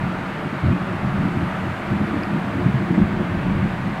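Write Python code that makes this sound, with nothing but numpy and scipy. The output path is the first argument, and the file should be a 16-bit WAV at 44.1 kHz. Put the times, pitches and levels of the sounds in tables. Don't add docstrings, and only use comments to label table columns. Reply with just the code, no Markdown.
import sys
import numpy as np
from scipy import signal
from scipy.fft import rfft, irfft
from scipy.io import wavfile
from scipy.ndimage import uniform_filter1d

SR = 44100
rng = np.random.default_rng(int(sys.argv[2]) if len(sys.argv) > 2 else 0)


def dump(signal):
    limited = np.clip(np.atleast_2d(signal).T, -1, 1)
    pcm = np.round(limited * 32767).astype(np.int16)
    wavfile.write(sys.argv[1], SR, pcm)


N = 176400

# (frequency [Hz], level [dB])
ROAR_SPECTRUM = [(10, -28), (24, -6), (60, -7), (130, 0.5), (345, -0.5), (395, -4), (455, 1), (490, -7.5),
                 (545, -0.5), (630, 2), (715, -1.5), (765, 1.9), (815, -2.5), (920, 1), (1040, -2.5),
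                 (1200, 1), (1600, -2.5), (1900, -5.5), (2200, -7), (3000, -15), (3900, -22), (4600, -26),
                 (5600, -36.5), (8000, -41.5), (15000, -69)]
# (time [s], level [dB])
ROAR_SWELL = [(0, -0.5), (.7, -0.7), (1.6, -0.33), (2.5, -0.5), (3.05, -0.75), (3.4, -0.8), (4, -0.6)]
# (time [s], level [dB])
MID_BAND_LEVEL = [(0, -1), (.7, 1), (1.9, 0.7), (2.5, -2.5), (3.1, -4), (3.6, -6), (4, -8)]
# (frequency [Hz], level [dB])
HISS_SPECTRUM = [(2000, -6.5), (5500, 0.5), (7000, -0.5), (8400, -0.5), (9600, -3.5), (12200, -5),
                 (14000, -11), (15600, -20)]
# (time [s], level [dB])
HISS_ENVELOPE = [(0, -0.5), (.9, -0.8), (1.5, 1), (2.3, .3), (3.1, -1), (3.5, -0.7), (4, -1)]
# (time [s], level [dB])
GUST_ENVELOPE = [(0.0, -25.5), (0.04, -19.5), (0.15, -26.5), (0.42, -32), (0.465, -18.5), (0.49, -36),
                 (0.54, -23.5), (0.615, -34), (0.625, -28), (0.64, -15.5), (0.675, -14.5), (0.7, -13.5),
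                 (0.76, -19), (0.79, -31), (0.82, -18.5), (0.86, -32), (0.885, -23), (0.97, -25),
                 (1.01, -29.5), (1.05, -17), (1.12, -24), (1.18, -16.5), (1.235, -20), (1.26, -16.5),
                 (1.3, -23.5), (1.34, -24), (1.37, -17.5), (1.4, -23.5), (1.425, -18.5), (1.51, -28.5),
                 (1.57, -25.5), (1.63, -25), (1.67, -21), (1.77, -32), (1.903, -27), (1.915, -12.5),
                 (1.943, -18), (1.965, -20.5), (1.995, -25), (2.016, -14), (2.04, -20.5), (2.07, -26.5),
                 (2.165, -20), (2.21, -24), (2.24, -29.5), (2.36, -16.5), (2.41, -25.5), (2.48, -22.5),
                 (2.525, -29), (2.555, -21), (2.645, -21), (2.665, -10.5), (2.68, -18), (2.697, -15),
                 (2.725, -29), (2.75, -13), (2.79, -24), (2.81, -18.5), (2.88, -25), (2.91, -14.5),
                 (2.965, -22.5), (2.982, -11.5), (3.035, -11), (3.065, -22.5), (3.15, -21), (3.18, -22.5),
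                 (3.21, -17.5), (3.27, -25.5), (3.37, -18), (3.41, -24.5), (3.5, -16.5), (3.54, -19.5),
                 (3.6, -19), (3.655, -16), (3.7, -27), (3.72, -21.5), (3.78, -27), (3.88, -19.5),
                 (3.95, -28.5), (4.0, -27.5)]
# (frequency [Hz], level [dB])
BOOM_SPECTRUM = [(60, -42), (110, -12), (138, -3), (158, -2), (180, 3), (206, 2), (232, -9.5), (270, -13.5),
                 (400, -61), (1500, -78), (6000, -110)]
PUSH_SPECTRUM = [(20, -30), (50, -25), (65, -9.5), (80, -1), (98, 5), (118, -0.5), (135, 6), (165, -19),
                 (400, -37), (2000, -80), (6000, -110)]
EDGE_SPECTRUM = [(150, -44), (225, -9), (250, -4), (282, 1), (310, -4.5), (350, -0.5), (376, -7),
                 (405, -36), (450, -18), (490, -21.5), (590, -19.5), (1200, -32), (3500, -75), (8000, -110)]
SUB_SPECTRUM = [(10, -28), (22, -6), (34, 7), (48, -9), (70, -25), (200, -42), (1000, -82)]
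# (time [s], level [dB])
PUSH_WEIGHT = [(0.0, -4), (0.3, -12.5), (0.55, -10), (0.65, 6.5), (0.7, 1.5), (0.77, -11.5), (0.96, -1.5),
               (1.12, -6), (1.28, -18), (1.38, 2), (1.48, -6), (1.6, -5.5), (1.76, 5), (1.85, -5),
               (2.04, -7.5), (2.2, -0.5), (2.39, -23), (2.47, -7), (2.54, 2), (2.6, -1), (2.7, -1),
               (2.76, 7), (2.84, -9), (2.93, -14), (3.0, -7.5), (3.25, -5), (3.32, -3.5), (3.42, -8),
               (3.6, -0.5), (3.8, -9.5), (4.0, -9.5)]
EDGE_WEIGHT = [(0.0, -12), (0.52, -6.5), (0.66, -6.5), (0.96, -6), (1.2, -14.5), (1.36, -4), (1.6, -14),
               (1.82, -0.5), (1.93, -11.5), (2.04, -7.5), (2.16, 4), (2.24, -0.5), (2.45, -14.5),
               (2.55, 5.5), (2.66, -9), (2.9, -4.5), (2.98, -4), (3.03, -16.5), (3.1, -6), (3.22, -6.5),
               (3.45, -9.5), (4.0, -13.5)]
# (time [s], level [dB])
SUB_ENVELOPE = [(0.0, -44), (0.59, -64), (0.69, -38), (0.8, -51), (1.2, -40), (1.57, -50), (3.0, -53),
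                (3.03, -29), (3.1, -53), (3.14, -31), (3.27, -58), (3.31, -40), (3.55, -36), (4.0, -50)]
# (time [s], level [dB])
WHINE_ENVELOPE = [(0, -86), (2.2, -86), (2.7, -78), (4, -79.5)]
# (frequency [Hz], level [dB], duration [s])
TICK_PARTIALS = [(4900, -32.5, 0.0028), (12300, -49, .0012), (8500, -51, .002), (2500, -28.5, 0.0053)]


def amp(db):
    return 10 ** (np.asarray(db) / 20)


def unit_rms(x):
    return x / np.sqrt(np.mean(x ** 2) + 1e-20)


def envelope(points):
    return amp(np.interp(np.arange(N) / SR, *np.transpose(points)))


def noise(spectrum):
    hz, db = np.transpose(spectrum)
    gain = amp(np.interp(np.log(np.fft.rfftfreq(N, 1 / SR) + 1), np.log(hz + 1), db))
    return unit_rms(irfft(rfft(rng.standard_normal(N)) * gain, N))


def smooth(x, hz):
    return irfft(rfft(x) * np.exp(-.5 * (np.fft.rfftfreq(N, 1 / SR) / hz) ** 2), N)


def steadied(x, hz):
    x = unit_rms(x)
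    power = abs(smooth(x ** 2, hz))
    return unit_rms(x / np.sqrt(power + .02))


def roar(level_db=-29, patchy_db=0.9, churn_db=0.24, churn_hz=21, mid_hz=1316, mid_width_hz=54):
    hz, t, spectra = signal.stft(noise(ROAR_SPECTRUM), SR, nperseg=1024, noverlap=768)
    drift = uniform_filter1d(rng.standard_normal(spectra.T.shape), size=16, axis=0)
    patches = unit_rms(uniform_filter1d(drift, size=3, axis=1)).T
    mid_band = np.exp(-.5 * ((hz - mid_hz) / mid_width_hz) ** 2)
    mid_db = np.outer(mid_band, np.interp(t, *np.transpose(MID_BAND_LEVEL)))
    spectra = spectra * amp(patchy_db * patches + mid_db)
    slurry = signal.istft(spectra, nperseg=1024, noverlap=768)[1][:N]
    churn = unit_rms(smooth(rng.standard_normal(N), churn_hz))
    return amp(level_db) * envelope(ROAR_SWELL) * unit_rms(slurry * amp(churn_db * churn))


def hiss(level_db=-58):
    return amp(level_db) * envelope(HISS_ENVELOPE) * noise(HISS_SPECTRUM)


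def stones(level_db=-49.5, knocks_per_s=120, sizes=24, low_hz=555, high_hz=2180, decay_cycles=1.1):
    t = np.arange(2048) / SR
    knocks = np.zeros(N)
    for hz in np.geomspace(low_hz, high_hz, sizes):
        hits = rng.random(N) < knocks_per_s / sizes / SR
        strength = amp(-0.5 * np.minimum(rng.exponential(1, N), 4))
        age = t * hz / decay_cycles
        ring = age * np.exp(-age) * np.sin(2 * np.pi * hz * t)
        knocks += signal.oaconvolve(hits * strength, ring)[:N]
    return amp(level_db) * unit_rms(knocks)


def wind(buffet_gain_db=-1.26, edge_floor_db=-45, sub_gain_db=0.7):
    boom = steadied(noise(BOOM_SPECTRUM), hz=3.8)
    push = envelope(PUSH_WEIGHT) * steadied(noise(PUSH_SPECTRUM), hz=3.8)
    edge = envelope(EDGE_WEIGHT) * steadied(noise(EDGE_SPECTRUM), hz=3.8)
    eddies = steadied(boom + push + edge, hz=13.7)
    buffet = amp(buffet_gain_db) * envelope(GUST_ENVELOPE) * eddies
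    edge_floor = amp(edge_floor_db) * noise(EDGE_SPECTRUM)
    sub = amp(sub_gain_db) * envelope(SUB_ENVELOPE) * steadied(noise(SUB_SPECTRUM), hz=4)
    return buffet + edge_floor + sub


def whine(hz=15665):
    return envelope(WHINE_ENVELOPE) * unit_rms(np.sin(2 * np.pi * hz * np.arange(N) / SR))


def tone_burst(start_s, hz, db, length_s):
    t = np.arange(N) / SR - start_s
    window = np.sin(np.pi * np.clip(t / length_s, 0, 1)) ** 2
    return amp(db) * window * np.sin(2 * np.pi * hz * t)


def tick(start_s=2.2338):
    return sum(tone_burst(start_s, hz, db, length_s) for hz, db, length_s in TICK_PARTIALS)


def pop():
    return -tone_burst(start_s=3.0205, hz=1250, db=-18, length_s=0.0016)


def scene():
    flow = roar() + hiss() + stones()
    return (flow + wind() + whine() + tick() + pop())[None]


def record(dry, cutoff_hz=15700):
    low_pass = signal.firwin(511, cutoff_hz, window=("kaiser", 9), fs=SR)
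    return signal.oaconvolve(dry, low_pass[None], "same")


dry = scene()
out = record(dry)
dump(out)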